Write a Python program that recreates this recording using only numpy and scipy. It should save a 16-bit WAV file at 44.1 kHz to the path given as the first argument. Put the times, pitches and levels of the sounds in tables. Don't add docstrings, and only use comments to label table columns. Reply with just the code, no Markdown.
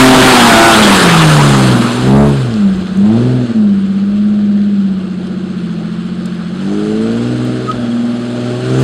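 import sys
import numpy as np
from scipy import signal
from scipy.fft import rfft, irfft, next_fast_len
from scipy.io import wavfile
from scipy.ndimage import uniform_filter1d, map_coordinates

SR = 44100
rng = np.random.default_rng(int(sys.argv[2]) if len(sys.argv) > 2 else 0)


def unload_audio(sound):
    columns = np.transpose(np.atleast_2d(sound))
    steps = np.round(np.clip(columns, -1, 1) * 32767)
    wavfile.write(sys.argv[1], SR, steps.astype(np.int16))


def magnitude_from_level(level_db):
    exponent = np.asarray(level_db, float) / 20
    return 10 ** exponent


N = 389403


def unit(x):
    return x / np.sqrt(np.mean(x ** 2) + 1e-20)


def along(points, hz):
    table_hz, value = np.transpose(points)
    return np.interp(np.log(hz + 1), np.log(table_hz + 1), value)


def curves(rows):
    time_s, *columns = np.transpose(rows)
    return [np.interp(np.arange(N) / SR, time_s, column) for column in columns]


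def bump(centre_s, half_s):
    return np.exp(-((np.arange(N) / SR - centre_s) / half_s) ** 2)


def wobble(rate_hz):
    knots = rng.standard_normal(int(N * rate_hz / SR) + 4)
    return map_coordinates(knots, [np.arange(N) * rate_hz / SR])


def filtered(x, response):
    size = next_fast_len(N + SR // 2)
    return irfft(rfft(x, size) * response(np.fft.rfftfreq(size, 1 / SR)), size)[:N]


def coloured(x, spectrum):
    return unit(filtered(x, lambda hz: magnitude_from_level(along(spectrum, hz))))


def patchy(depth_db):
    z = signal.stft(rng.standard_normal(N), nperseg=512)[2]
    field = uniform_filter1d(rng.standard_normal(z.shape), 6, 0)
    field = uniform_filter1d(field, 8, 1)
    return signal.istft(z * magnitude_from_level(depth_db * unit(field)), nperseg=512)[1][:N]


def layer(gains_db, pedal, near):
    base_db, throttle_db, near_db = gains_db
    return base_db + throttle_db * pedal + near_db * near


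def clear_of_water():
    return bump(0.68, 0.17)


PASSING_SWELLS = {"3": [(2.22, .1, 7.5), (8.1, .35, -5)], "6": [(2.5, .1, 6.5), (3.1, .1, 8.5),
                  (7.95, 0.41, -7)], "9": [(1.72, 0.11, 6.5)], "12": [(2.25, .1, 6), (2.47, 0.11, -5.5),
                  (2.68, 0.07, 4), (7.68, 0.096, -8.5), (8.0, 0.13, 4), (8.6, 0.071, -7)],
                  "15": [(0.151, .2, 9.5), (7.4, 0.34, 7), (8.8, 0.17, 11)], "18": [(3.11, 0.049, 8)],
                  "tailpipe": [(.66, .12, 8), (4.2, .7, -4), (7.0, 0.24, 8.5), (8.2, 0.34, -12)],
                  "rasp": [(.15, .15, 8), (2.22, 0.11, 9), (6.75, 0.17, -11), (7.8, 0.087, 9),
                  (8.3, 0.58, 6.5)], "uneven": [(.8, 0.045, 15), (1.82, .06, 8), (5.5, 0.69, 2)],
                  "roar": [(2.2, .12, 8), (3.25, 0.29, 4)]}


def swell(part):
    return sum(gain_db * bump(s, half_s) for s, half_s, gain_db in PASSING_SWELLS[part])


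# start_s (centre), half_length_s, level_db
WIND_PUFFS = [(0.103, 0.47, -41), (0.803, .1, -32.5), (1.387, 0.79, -33.5), (2.2, 0.22, -33.5),
              (2.7, 0.18, -25), (3.2, 0.29, -40), (3.732, 0.15, -35), (4.5, 0.56, -43), (7.05, 0.33, -47.5),
              (7.807, .1, -37), (8.7, .2, -46)]
# pitch_hz, level_db
BUFFET_COLOUR = [(10, -15.5), (25, -8.5), (60, 1), (150, -9), (300, -12), (600, -56.5)]


def wind():
    calm = magnitude_from_level(-61)
    level = calm + sum(magnitude_from_level(db) * bump(s, half_s) for s, half_s, db in WIND_PUFFS)
    rumble = coloured(rng.standard_normal(N), BUFFET_COLOUR)
    return level * unit(magnitude_from_level(4.5 * wobble(9.7)) * rumble)


# start_s, level_db (peak), pitch_hz
SNAPS = [(2.539, -17.5, 4250), (2.745, -22, 3200), (2.869, -16.5, 2980), (2.972, -28, 6730),
         (3.061, -10.5, 1480), (4.616, -28, 3800), (4.874, -33, 3650), (5.27, -25.5, 4170),
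         (6.257, -22.5, 6400), (6.349, -41, 8560), (7.449, -36.5, 10600), (7.715, -12.5, 3580),
         (8.803, -33.5, 11000), (8.818, -32.5, 11000)]


def ticks():
    out = np.zeros(N + SR)
    t = np.arange(SR // 50) / SR
    for start_s, db, hz in SNAPS:
        band = signal.butter(2, [.65 * hz, min(1.3 * hz, SR / 2.2)], "band", fs=SR)
        fade = magnitude_from_level(db + 1.5 - 60 * t / .022)
        start = round(start_s * SR)
        out[start:start + len(t)] += signal.lfilter(*band, fade * rng.standard_normal(len(t)))
    return out[:N]


# start_s (centre), half_length_s, pitch_hz, level_db
SQUEAK_TIMES = [(7.436, .03, 1350, -38), (7.702, 0.035, 1276, -31.5), (7.92, 0.19, 3300, -49)]


def squeaks():
    t = np.arange(N) / SR
    out = np.zeros(N)
    for s, half_s, hz, db in SQUEAK_TIMES:
        level = magnitude_from_level(db + 8.8 * wobble(40)) * bump(s, half_s)
        out += level * np.sin(2 * np.pi * hz * t + 2.4 * wobble(30))
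    return out


# start_s, level_db
MUD_LEVEL = [(0, 1), (.1, -3.5), (.65, 0.5), (1.1, -5), (1.5, -10.5), (1.7, -13), (2.0, -21.5),
             (2.25, -20.5), (2.4, -27)]
# pitch_hz, level_db
SPRAY_COLOUR = [(240, -36.5), (400, -6.5), (586, -27), (683, -6), (772, 0), (1360, -1), (1960, -9),
                (3560, -8.5), (5730, -21), (8930, -18), (15500, -42)]


def mud():
    (level_db,) = curves(MUD_LEVEL + [(2.75, -61)])
    hits = rng.random(N) < .03
    drops = hits * rng.standard_normal(N) * magnitude_from_level(2.5 * rng.exponential(size=N))
    clumps = unit(drops * magnitude_from_level(5.1 * wobble(34.0)))
    wash = clumps * 0.3 + patchy(2.9)
    return magnitude_from_level(level_db - 4 - 3 * clear_of_water()) * coloured(wash, SPRAY_COLOUR)


def puff(turns, depth):
    firing = np.cos(2 * np.pi * 6 * turns)
    cycle = np.cos(2 * np.pi * turns)
    return 1 + depth * firing + .5 * depth * cycle


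# pitch_hz, level_db
HISS_COLOUR = [(2940, -30), (5000, -6), (5610, -6), (6010, -7), (7950, -6.5), (9600, -13.5), (10500, -22.5),
               (15000, -50.5)]


def intake_hiss(turns, level_db):
    return magnitude_from_level(level_db - 3.5) * coloured(puff(turns, 0.2) * patchy(1.9), HISS_COLOUR)


# pitch_hz, width_hz, level_db
BLOCK_RESONANCES = [(1155, 312, 4.5), (1530, 403, 4), (2870, 1100, -3.5), (3450, 535, -1),
                    (4190, 630, -6.5)]


def block_ring(hz):
    ring = 0
    for k, (centre_hz, width_hz, db) in enumerate(BLOCK_RESONANCES):
        push = 1j * hz * width_hz
        ring = ring + (-1) ** k * magnitude_from_level(db) * push / (centre_hz ** 2 - hz ** 2 + push)
    return ring * hz ** 2 / (hz ** 2 + 900 ** 2) / (1 + (hz / 7000) ** 4)


def block_clatter(turns, level_db):
    knocks = puff(turns, 0.1) * patchy(0.53)
    return magnitude_from_level(level_db - 2.5 - 1.1 * clear_of_water()) * unit(filtered(knocks, block_ring))


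# pitch_hz, level_db
ROAR_COLOUR = [(60, -120), (90, -2), (200, 5.5), (350, 4.5), (600, -0.5), (830, -5), (950, -13.5),
               (3000, -53.5)]


def gas_roar(turns, level_db):
    gas = puff(turns, 0.097) * patchy(1.8)
    return magnitude_from_level(level_db + 1.0 - 1.1 * clear_of_water()) * coloured(gas, ROAR_COLOUR)


# start_s, level_db
BODY_LEVEL = [(0, -9), (.73, -11), (1.4, -14.5), (2.04, -22.5), (2.24, -29), (2.4, -27), (2.95, -31.5),
              (3.2, -28.5), (3.69, -33.5), (4.65, -35.5), (6.5, -33), (6.65, -30.5), (7.28, -28),
              (8.07, -30.5), (8.68, -27), (8.83, -22.5)]


def machinery(turns, pedal, near):
    (body_db,) = curves(BODY_LEVEL)
    shake = wobble(17)
    roar_db = body_db + layer((-2, 6, 0), pedal, near) + swell("roar")
    hiss_db = 1.514 * body_db + layer((2.5, 3.5, -7.5), pedal, near)
    roar = gas_roar(turns, roar_db)
    clatter = block_clatter(turns, body_db + 0.48 * shake)
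    return roar + clatter + intake_hiss(turns, hiss_db + 0.25 * shake)


def order(k, turns, db, sway):
    level = np.sqrt(2) * magnitude_from_level(db + sway * wobble(8))
    return level * np.sin(2 * np.pi * k * turns - .17 * k * k + .15 * sway * wobble(6))


def stack(orders, turns, cycle_hz, level_db, pipe):
    colour_db = along(pipe, np.array(orders)[:, None] * cycle_hz[::64])
    colour_db -= 10 * np.log10(np.sum(magnitude_from_level(2 * colour_db), axis=0))
    return sum(order(k, turns, level_db + np.repeat(db, 64)[:N], sway=1.3)
               for k, db in zip(orders, colour_db))


# pitch_hz, level_db
SILENCER_COLOUR = [(90, -50.5), (140, -15.5), (170, -20.5), (195, -9.5), (215, 0), (235, -11.5), (258, -21),
                   (290, -29), (340, -9), (385, -31), (620, -22), (1000, -35)]


def uneven_firing(turns, cycle_hz, pedal, near):
    level_db = layer((-18.5, -20, 11), pedal, near) + swell("uneven") - 2.5
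    between = [k for k in range(4, 33) if k % 3]
    return sum(order(k, turns, level_db + along(SILENCER_COLOUR, k * cycle_hz), sway=2.2)
               for k in between)


# pitch_hz, level_db
RASP_COLOUR = [(440, 20), (520, -30), (615, 11.5), (680, -12), (790, -5.5), (900, -23), (1020, -21.5),
               (1300, -6), (1475, 4.5), (1650, -23.5)]


def rasp(turns, cycle_hz, pedal, near):
    level_db = layer((-47.5, 15, 25.5), pedal, near) + swell("rasp") + 21 * clear_of_water()
    return stack(range(27, 46, 3), turns, cycle_hz, level_db, RASP_COLOUR)


# pitch_hz, level_db
TAILPIPE_COLOUR = [(280, -10.5), (340, -0.5), (390, -7), (440, 12.5), (500, 1), (900, -17)]


def tailpipe(turns, cycle_hz, pedal, near):
    level_db = layer((-40, 13.5, 29.5), pedal, near) + swell("tailpipe")
    return stack((21, 24), turns, cycle_hz, level_db, TAILPIPE_COLOUR)


# start_s, level_db (added to odd orders)
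GROUP_IMBALANCE = [(0.0, 7), (0.28, 3), (0.44, 1), (0.6, 13), (1.03, 7.5), (1.36, 0.5), (1.54, 4.5),
                   (1.83, 5.1), (1.96, -2), (2.22, 7), (2.45, -4), (3.28, -4.5), (3.6, -4.9), (4.8, -2.5),
                   (5.8, 6.5), (6.71, 3), (7.5, -3.5), (8.83, -6.5)]
# pitch_hz, level_db
PIPE_COLOUR = [(44.0, -61.8), (105.0, -23), (143.0, 4.5), (185.0, 3.5), (198.0, 14.1), (219.0, 13),
               (254.0, 2.25), (313.0, 10.5)]
# multiple of the cycle, level_db, full_throttle_gain_db, close_by_gain_db
LOW_TONES = [(3, 5, 3, -13.5), (6, -8, -13, 9), (9, -40.5, 5.5, 21), (12, -20.5, -15, 3),
             (15, -42.5, 3.5, 11.5), (18, -53, 26.5, 30.5)]


def low_orders(turns, cycle_hz, pedal, near):
    (odd_db,) = curves(GROUP_IMBALANCE)
    tone = np.zeros(N)
    for k, *gains_db in LOW_TONES:
        level_db = layer(gains_db, pedal, near) + along(PIPE_COLOUR, k * cycle_hz)
        level_db = level_db + k % 2 * odd_db + swell(str(k))
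        tone += order(k, turns, level_db, sway=1.0)
    return tone


# start_s, level_db
OUTLET_FACING = [(0.03, -3.5), (0.5, -11.5), (0.84, -14.5), (1.3, -2), (1.73, 8.5), (1.92, -3), (2.14, 14),
                 (2.37, 2), (2.82, 2.3), (3.16, 9), (3.47, 6.5), (3.88, 1.9), (6.5, 0.3), (7.02, 4.5),
                 (7.66, 3.4), (8.0, 1.7), (8.6, 3.5), (8.83, 8.5)]
# start_s (centre), half_length_s, depth_db
MISFIRES = [(2.875, .02, 9), (2.94, .015, 8), (3.475, .02, 9), (3.537, .011, 20)]


def exhaust(turns, cycle_hz, pedal, near):
    tone = low_orders(turns, cycle_hz, pedal, near) + tailpipe(turns, cycle_hz, pedal, near)
    tone += rasp(turns, cycle_hz, pedal, near) + uneven_firing(turns, cycle_hz, pedal, near)
    (outlet_db,) = curves(OUTLET_FACING)
    stumble_db = sum(depth_db * bump(s, half_s) for s, half_s, depth_db in MISFIRES)
    return -tone * magnitude_from_level(outlet_db - stumble_db)


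# start_s, speed_hz (four-stroke cycles a second)
BASE_SPEED = [(0.0, 43.53), (0.29, 42.52), (0.56, 33.23), (1.19, 26.84), (1.39, 24.47), (1.78, 20.0),
              (2.95, 14.39), (3.8, 15.8), (4.68, 16.98), (5.05, 15.35), (5.84, 12.22), (6.46, 11.66),
              (6.74, 15.77), (7.3, 20.39), (7.68, 21), (7.87, 19.7), (8.55, 20.38), (8.83, 22.02)]
# start_s (centre), half_length_s,
# added_speed_hz
THROTTLE_STABS = [(0.69, 0.07, 0.4), (0.71, 0.27, 5.49), (2.28, 0.25, 6.21), (3.32, 0.29, 6.13),
                  (4.24, 0.22, 0.93), (5.47, 0.22, 1.37), (6.24, 0.53, 3.11)]


def engine_speed():
    (base_hz,) = curves(BASE_SPEED)
    return base_hz + sum(added_hz * bump(s, half_s) for s, half_s, added_hz in THROTTLE_STABS)


# start_s, opening (0-1)
PEDAL_OPENING = [(0.0, 0.08), (0.41, 0.31), (0.63, 0.76), (1.13, 0.09), (1.59, 0.52), (1.88, 0.05),
                 (2.24, 1), (2.41, 0.41), (2.96, 0.15), (3.12, 0.44), (3.41, 0.36), (3.69, 0.3),
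                 (6.53, 0.26), (6.72, 0.82), (7.22, 0.4), (7.62, 0.46), (7.82, 0.26), (8.83, 0.64)]


def scene():
    cycle_hz = engine_speed()
    turns = np.cumsum(cycle_hz) / SR
    (pedal,) = curves(PEDAL_OPENING)
    leaves_s, leaving_s = 1.154, .25
    near = 1 / (1 + np.exp((np.arange(N) / SR - leaves_s) / leaving_s))
    truck = squeaks() + mud() + machinery(turns, pedal, near) + exhaust(turns, cycle_hz, pedal, near)
    overdrive = magnitude_from_level(1.5 * near)
    return (wind() + ticks() + overdrive * truck)[None]


# pitch_hz, width_hz, depth (0-1)
HOUSING_DIPS = [(5700, 160, 0.82), (6790, 70, 0.9)]


def microphone(x):
    def dips(hz):
        return np.prod([1 - depth / (1 + ((hz - c) / w) ** 2) for c, w, depth in HOUSING_DIPS], axis=0)
    ceiling, hardness = .77, 9
    x = filtered(x, dips)
    return x / (1 + np.abs(x / ceiling) ** hardness) ** (1 / hardness)


def low_pass(x):
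    return signal.sosfilt(signal.butter(12, 15630, fs=SR, output="sos"), x)


def record(dry):
    mix = microphone(dry[0])[None]
    return low_pass(mix)


dry = scene()
out = record(dry)
unload_audio(out)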